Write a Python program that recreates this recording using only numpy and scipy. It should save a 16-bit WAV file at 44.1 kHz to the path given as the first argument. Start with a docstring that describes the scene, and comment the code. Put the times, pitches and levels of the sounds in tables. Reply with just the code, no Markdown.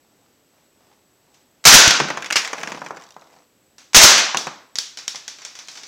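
"""BB rifle in a hard-walled room

A CO2 rifle fires two full-auto bursts, two shots each, at a mesh-topped plastic stand. The gas blasts
overload the microphone and the mesh rings. Steel BBs ricochet, knock and roll about the target box,
then bounce on the hard floor. Under it all lie soft rustles, room noise and an electronic whine."""
import sys
import numpy as np
from scipy import signal
from scipy.fft import rfft, irfft, next_fast_len
from scipy.io import wavfile

SR = 44100
rng = np.random.default_rng(int(sys.argv[2]) if len(sys.argv) > 2 else 0)


def dump(signal):
    """Clip the signal to [-1, 1] and save it as 16-bit WAV at the path in sys.argv[1]."""
    limited = np.clip(np.atleast_2d(signal).T, -1, 1)
    pcm = np.round(limited * 32767).astype(np.int16)
    wavfile.write(sys.argv[1], SR, pcm)


N = 259263

# tone colour of a steel BB's hard tick: f/Hz, level/dB
TICK_SPECTRUM = [(200, -29), (1500, -30), (3300, -3.5), (4600, -1.5), (5900, 0.5), (7000, -3.5),
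                 (8800, -15.5), (15000, -29)]
# tone colour of rolling and rustling: f/Hz, level/dB
RUMBLE_SPECTRUM = [(50, -42), (100, -24), (160, 2), (270, -4.5), (400, 4), (820, 6), (1600, -3.5),
                   (3200, -8), (6200, -7.5), (9000, -22), (15000, -30)]


def amp(db):
    """Turn decibels into a gain."""
    return 10 ** (np.asarray(db) / 20)


def unit(x):
    """Scale x to an average power of 1."""
    return x / np.sqrt(np.mean(x ** 2) + 1e-20)


def blow(x):
    """Scale x to the energy of 10 ms at 0 dB."""
    return x / np.linalg.norm(x) * np.sqrt(SR / 100)


def along(points, hz):
    """Read a curve of (f/Hz, value) points at hz, on a log frequency axis."""
    freqs, values = np.transpose(points)
    return np.interp(np.log(hz + 1), np.log(freqs + 1), values)


def filtered(x, response):
    """Scale each frequency in x by response(hz)."""
    size = next_fast_len(len(x) + 8192)
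    return irfft(rfft(x, size) * response(np.fft.rfftfreq(size, 1 / SR)), size)[:len(x)]


def coloured(x, spectrum, size=4096):
    """Give x a tone colour without smearing sound ahead of a hit."""
    cepstrum = irfft(np.log(amp(along(spectrum, np.fft.rfftfreq(size, 1 / SR)))))
    # fold the filter's early half onto its late half
    cepstrum[1:size // 2] *= 2
    cepstrum[size // 2 + 1:] = 0
    return signal.fftconvolve(x, irfft(np.exp(rfft(cepstrum))))[:len(x)]


def add(track, s, x):
    """Mix x into the track, starting at s seconds."""
    part = track[round(s * SR):][:len(x)]
    part += x[:len(part)]


def swells(rows):
    """A gain over time that rises and falls like a hill for each row."""
    t = np.arange(N) / SR
    return np.max([amp(db) * np.exp(-((t - s) / half) ** 2) for s, half, db in rows], axis=0)


def burst(spectrum, t60, snap=0, size=8192):
    """Noise that fades by 60 dB in t60 seconds; snap adds a sharp first pulse."""
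    t = np.arange(size) / SR
    noise = rng.standard_normal(size) * amp(-60 * t / t60)
    noise[0] += snap * np.linalg.norm(noise)
    return blow(coloured(noise, spectrum))


def ring(modes, spread, count=4):
    """A struck object rings: each note is a cluster of close tones, at a new strength every hit."""
    t = np.arange(SR * 3 // 4) / SR
    out = np.zeros(len(t))
    for hz, db, t60 in modes:
        detune, phase = rng.uniform(-1, 1, (2, count, 1))
        cluster = np.sin(2 * np.pi * hz * (1 + spread * detune) * t + np.pi * phase).sum(0)
        out += unit(cluster) * amp(db + rng.normal(0, 2.2) - 60 * t / t60)
    return blow(out)


def ping(t60, low_hz, high_hz, count=3, size=4096):
    """A few brief tones whose pitch depends on the spot that is struck."""
    t = np.arange(size) / SR
    hz = low_hz * (high_hz / low_hz) ** rng.random((count, 1))
    return blow(np.sin(2 * np.pi * hz * t).sum(0) * amp(-60 * t / t60))


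def echo(spectrum, build_s, size=30720):
    """The walls answer a hit with a wash of sound that builds up; its middle pitches last longest."""
    # how long the room rings: f/Hz, t60/s
    room_decay = [(60, 0.12), (200, 0.48), (1000, 0.57), (3000, 0.55), (6000, 0.47), (9000, 0.35),
                  (15000, 0.31)]
    hz, t, noise = signal.stft(rng.standard_normal(size), SR, nperseg=1024)
    gain = amp(along(spectrum, hz)[:, None] - 60 * t / along(room_decay, hz)[:, None])
    tail = signal.istft(noise * gain, SR, nperseg=1024)[1][:size]
    return blow(tail * (1 - np.exp(-np.arange(size) / SR / build_s)))


def patter(spectrum, per_s, scatter_db, room_db):
    """Many tiny touches at random times, each a short scrape, with their echo."""
    taps = (rng.random(N) < per_s / SR) * amp(scatter_db * rng.uniform(-1, 1, N))
    fade = amp(-60 * np.arange(SR // 20) / SR / 0.012)
    scrapes = signal.fftconvolve(taps, fade)[:N] * rng.standard_normal(N)
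    room = signal.fftconvolve(scrapes, echo(spectrum, build_s=.005))[:N]
    return unit(unit(coloured(scrapes, spectrum)) + amp(room_db) * unit(room))


def background(air_db=-61.6, whine_db=-73, whine_hz=7880, width_hz=55):
    """Quiet room noise and a thin, fuzzy electronic whine."""
    # tone colour of the room noise: f/Hz, level/dB
    air_spectrum = [(15, -50), (25, -21), (65, -8.5), (123, -3), (166, -4.5), (270, 0.5), (476, -4.5),
                    (545, -4.5), (887, -11), (988, -11.5), (3080, -15.5), (7310, -17), (7920, -13),
                    (9070, -27.5), (13200, -18), (16000, -27.5)]
    air = coloured(rng.standard_normal(N), air_spectrum)
    whine = filtered(rng.standard_normal(N), lambda hz: 1 / (1 + ((hz - whine_hz) / width_hz) ** 2))
    return amp(air_db) * unit(air) + amp(whine_db) * unit(whine)


def rustling():
    """Handling makes soft swells of tiny scrapes."""
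    # rustles: peak t/s, half length/s, level/dB
    rustles = [(.2, .3, -68.5), (.58, 0.077, -64), (.89, .11, -61), (1.32, 0.16, -65), (1.65, .08, -65)]
    return swells(rustles) * patter(RUMBLE_SPECTRUM, per_s=430, scatter_db=6, room_db=0)


def rifle(room_db=2):
    """Trigger and bolt click, gas blasts out, and the BB strikes the mesh a moment later."""
    # trigger and bolt clicks: t/s, level/dB
    clicks = [(1.342, -55.5), (1.6402, -30.5), (3.782, -43.5), (3.9322, -30)]
    # shots: t/s, blast/dB, BB impact/dB, flight time/s, air push/dB, mesh ring/dB
    shots = [(1.6528, 3.5, 11.5, .017, -13.5, 1), (1.7236, 7, 8.5, .017, 0.5, 1),
             (3.9456, 4, 7.5, .019, -6, -12.5), (4.0150, 4.5, 6.5, .019, -7, -14)]
    # tone colour of blasts, impacts and clicks: f/Hz, level/dB
    blast_spectrum = [(40, -27), (100, -23), (170, -10.5), (450, -8.5), (700, -3.5), (1500, -0.5),
                      (2400, -1), (4500, 0.5), (6200, 3.5), (7200, -1.5), (8800, -11.5), (15000, -25.5)]
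    # tone colour of the air pushed by an impact: f/Hz, level/dB
    push_spectrum = [(10, -2), (30, -2), (70, -9.5), (130, -9.5), (250, -11), (500, -23), (2000, -57)]
    # notes of the mesh panel: f/Hz, level/dB, t60/s
    mesh_modes = [(1416, 2, .6), (1455, 2, .62), (1531, 1.5, .65), (1570, 2.5, .55), (1760, -5, .56),
                  (2280, -11, .5), (2500, -9.5, .5), (3420, -11, .5), (6019, -7, .5), (7400, -13.5, .36)]
    out = np.zeros(N)
    for s, db in clicks:
        add(out, s, amp(db) * burst(blast_spectrum, t60=.06))
        add(out, s, amp(db + room_db) * echo(blast_spectrum, build_s=.0063))
    for s, blast_db, impact_db, flight_s, push_db, ring_db in shots:
        add(out, s, amp(blast_db) * burst(blast_spectrum, t60=.33))
        add(out, s, amp(blast_db + room_db) * echo(blast_spectrum, build_s=.0058))
        hit_s = s + flight_s
        add(out, hit_s, amp(impact_db + 5.5) * burst(blast_spectrum, t60=.091))
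        add(out, hit_s, amp(impact_db + room_db) * echo(blast_spectrum, build_s=.0066))
        add(out, hit_s, amp(ring_db) * ring(mesh_modes, spread=.01))
        add(out, hit_s, amp(push_db) * burst(push_spectrum, t60=.08))
    return out


def boom(room_db=-4):
    """The hollow low note of the box and stand, with its echo."""
    # tone colour of the boom: f/Hz, level/dB
    boom_spectrum = [(40, -48), (105, -34), (150, 3), (210, -2), (330, -0.5), (500, -18), (1200, -39.5),
                     (4000, -66)]
    out = amp(room_db) * echo(boom_spectrum, build_s=.01)
    add(out, 0, burst(boom_spectrum, t60=.04, snap=.82))
    return out


def rocking_stand(push_s=.0014):
    """The stand thumps back on its feet, pushing the air and booming."""
    # jolts: t/s, air push/dB, boom/dB
    jolts = [(1.876, -16.5, -21), (2.016, -46, -25), (2.2235, -65, -44.5), (2.358, -41, -51)]
    age = np.arange(4096) / SR / push_s
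    push = blow(age * (1 - age / 2) * np.exp(-age))  # one swing of pressure and its weaker return
    out = np.zeros(N)
    for s, push_db, boom_db in jolts:
        add(out, s, amp(push_db) * push)
        add(out, s, amp(boom_db) * boom())
    return out


def contact(knock_db, clack_db, tick_db, t60, room_db):
    """One BB hit: a hollow knock, a plastic clack and a hard, ringing tick, each with its echo."""
    # tone colour of the knock: f/Hz, level/dB
    knock_spectrum = [(50, -46), (90, -33), (140, -7.5), (280, -5.5), (450, -2), (750, 1.5), (1100, 2),
                      (1800, -7.5), (5000, -49)]
    # tone colour of the clack: f/Hz, level/dB
    clack_spectrum = [(300, -35), (900, -6.5), (1500, 3.5), (2500, 4.5), (3500, -6), (6000, -24.5),
                      (15000, -38)]
    # notes of the hard floor under a BB: f/Hz, level/dB, t60/s
    floor_modes = [(3550, -4.5, 0.19), (4600, 1, 0.23), (5480, 1.5, 0.3), (5970, 5.5, 0.2)]
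    # a BB is too small to give off deep bass: f/Hz, level/dB
    bass_cut = [(40, -17), (130, 0)]
    out = np.zeros(SR)
    snap = .034 / max(t60, .015)  # a brief hit is nearly one clean pulse, a long one chatters
    add(out, 0, amp(knock_db - .5) * burst(knock_spectrum, t60=.05, snap=1.05))
    add(out, 0, amp(clack_db) * burst(clack_spectrum, t60, snap * .69))
    add(out, 0, amp(tick_db - 1) * burst(TICK_SPECTRUM, t60, snap))
    add(out, 0, amp(tick_db - 3) * ping(t60, low_hz=2784, high_hz=7490))
    add(out, 0, amp(tick_db + room_db - 3) * ring(floor_modes, spread=.011))
    add(out, 0, amp(knock_db + room_db + 2.5) * echo(knock_spectrum, build_s=.0021))
    add(out, 0, amp(clack_db + room_db + .3) * echo(clack_spectrum, build_s=.0021))
    add(out, 0, amp(tick_db + room_db - .3) * echo(TICK_SPECTRUM, build_s=.0021))
    return coloured(out, bass_cut)


def sharp_ticks(knock_under_clack_db=11, room_db=-11, room_db_per_s=33):
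    """Hard glancing hits on the stand and mesh, plus three faint ticks near 3 s as loose BBs settle."""
    # BB ticks: t/s, tick/dB, clack above tick/dB, chatter t60/s
    ticks = [(1.8783, -5, -20, .03), (1.9078, -10.5, -3.5, .045), (2.2235, -37.5, 8, 0.044),
             (2.245, -37, 6, .048), (2.2603, -33.5, 2, 0.06), (2.3038, -40.5, 16, .03),
             (2.3085, -31, 10.5, 0.026), (2.3244, -22.5, 1, 0.056), (2.3277, -21.5, -10, .018),
             (2.3574, -13.5, -.5, 0.17), (2.3663, -17, -2, 0.06), (2.4477, -30.5, 3, 0.061),
             (2.4763, -34.5, 3.5, 0.03), (3.022, -50, 0, 0.041), (3.038, -50, -7, .03),
             (3.107, -49, -14, 0.022), (4.18, -13, -4.5, 0.12)]
    out = np.zeros(N)
    for s, tick_db, plastic_db, t60 in ticks:
        clack_db = tick_db + plastic_db
        knock_db = clack_db - knock_under_clack_db
        echo_db = room_db + room_db_per_s * t60  # a long chatter fills the room more
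        add(out, s, contact(knock_db, clack_db, tick_db, t60, echo_db))
    return out


def rolling():
    """BBs rumble as they roll in the box, loudest when fastest."""
    # rolls: peak t/s, half length/s, level/dB
    rolls = [(2.15, 0.22, -42), (2.44, .08, -43), (2.66, .19, -38), (3, .12, -54.5), (3.32, 0.098, -53)]
    return swells(rolls) * patter(RUMBLE_SPECTRUM, per_s=600, scatter_db=5.5, room_db=-4)


def box_knocks(tick_under_clack_db=8, wall_ring_db=-13):
    """BBs drop on the box walls, which ring and boom; a harder spot gives more clack and tick."""
    # drops: t/s, knock/dB, clack above knock/dB, boom/dB
    drops = [(2.0013, -15.5, -2, -26.5), (2.086, -34.5, 5.5, -55), (2.1028, -21.5, -1.5, -40),
             (2.173, -24, -2.5, -45), (2.5319, -26.5, 2, -57), (2.5824, -38, 5, -62), (2.613, -45, 10, -60),
             (2.6333, -29, 4, -41), (2.6744, -32.5, 5, -41), (2.7196, -30, 0, -38), (2.7471, -36, -1, -37),
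             (2.775, -37, -4, -48), (2.8178, -27.5, -15, -39), (2.8631, -36, 3, -47),
             (2.9074, -26, -15.5, -43), (2.9703, -37.5, -2, -52), (3.1653, -38, -19, -55),
             (3.2205, -46.5, -8, -65), (4.3461, -17.5, -5.5, -33), (4.4698, -25, -1.5, -41),
             (5.1472, -40, -0.5, -62)]
    # the soft wall dulls the treble: f/Hz, level/dB
    soft_wall = [(1700, .5), (3000, -3.5), (6000, .5), (10000, -3)]
    # notes of the wall: f/Hz, level/dB, t60/s
    wall_modes = [(738, -1, 0.1), (980, 0, .08), (1297, -4, .07)]
    out = np.zeros(N)
    for s, knock_db, hard_db, boom_db in drops:
        clack_db = knock_db + hard_db
        hit = contact(knock_db, clack_db, clack_db - tick_under_clack_db, t60=.042, room_db=-9)
        add(out, s, coloured(hit, soft_wall))
        add(out, s, amp(knock_db + wall_ring_db) * ring(wall_modes, spread=.05, count=2))
        add(out, s, amp(boom_db) * boom())
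    return out


def settling(start_s=2.4, end_s=3.25, first_db=-42, last_db=-55, room_db=-8, count=34):
    """Loose BBs touch each other with tiny pings, fainter as they come to rest."""
    out = np.zeros(N)
    for k, (delay, softness) in enumerate(rng.random((count, 2))):
        progress = (k + delay) / count
        s = start_s + (end_s - start_s) * progress
        db = first_db + (last_db - first_db) * progress - 9 * softness
        add(out, s, amp(db - 1) * ping(t60=.025, low_hz=2780, high_hz=7400))
        add(out, s, amp(db - .5) * burst(TICK_SPECTRUM, t60=.02, snap=.86))
    room = signal.fftconvolve(out, echo(TICK_SPECTRUM, build_s=.003))[:N]
    return out + amp(room_db) * np.std(out) * unit(room)


def floor_bounces(near_db=-20):
    """BBs bounce away over the hard floor; weaker bounces are duller, longer and carry more echo."""
    # bounces: t/s, tick/dB
    bounces = [(4.3718, -17), (4.7564, -28), (4.7864, -18.5), (4.9733, -34), (4.9879, -36.5), (5.0799, -22),
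               (5.1579, -33), (5.2799, -30), (5.3857, -46.5), (5.4186, -43.5), (5.4503, -33), (5.553, -41),
               (5.5897, -38), (5.6847, -35.5), (5.7547, -43.5), (5.7733, -40), (5.834, -40)]
    out = np.zeros(N)
    for s, tick_db in bounces:
        loss_db = max(near_db - tick_db, 0)  # how much weaker than a bounce close by
        hit = contact(knock_db=-45 - .38 * loss_db, clack_db=-32 - .66 * loss_db, tick_db=tick_db,
                      t60=.022 + .0011 * loss_db, room_db=-4.5 + .31 * loss_db)
        treble_cut = [(6500, 0), (10000, -.18 * loss_db)]
        add(out, s, coloured(hit, treble_cut))
    return out


def skittering():
    """BBs skip over the floor in a scatter of faint ticks."""
    # skitter: peak t/s, half length/s, level/dB
    skitter = [(5.7, 0.35, -49.5)]
    return swells(skitter) * patter(TICK_SPECTRUM, per_s=50, scatter_db=7, room_db=3)


def scene():
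    """Mix all the sounds into one channel."""
    mix = background() + rustling() + rifle() + rocking_stand()
    mix += sharp_ticks() + rolling() + box_knocks() + settling() + floor_bounces() + skittering()
    return mix[None]


def record(dry, knee_db=-9, squeeze=.43, lag_s=.025, ceiling_db=-1.1, hardness=4, top_hz=16000):
    """A slow gain control turns the roar down but lets blasts overload; the highest treble is cut."""
    x = dry[0]
    memory = np.exp(-1 / (lag_s * SR))
    power = signal.lfilter([1 - memory], [1, -memory], x ** 2)
    ducked = x * (1 + power / amp(knee_db) ** 2) ** (-squeeze / 2)
    clipped = ducked / (1 + np.abs(ducked / amp(ceiling_db)) ** hardness) ** (1 / hardness)
    return filtered(clipped, lambda hz: 1 / (1 + (hz / top_hz) ** 300))[None]


dry = scene()
out = record(dry)
dump(out)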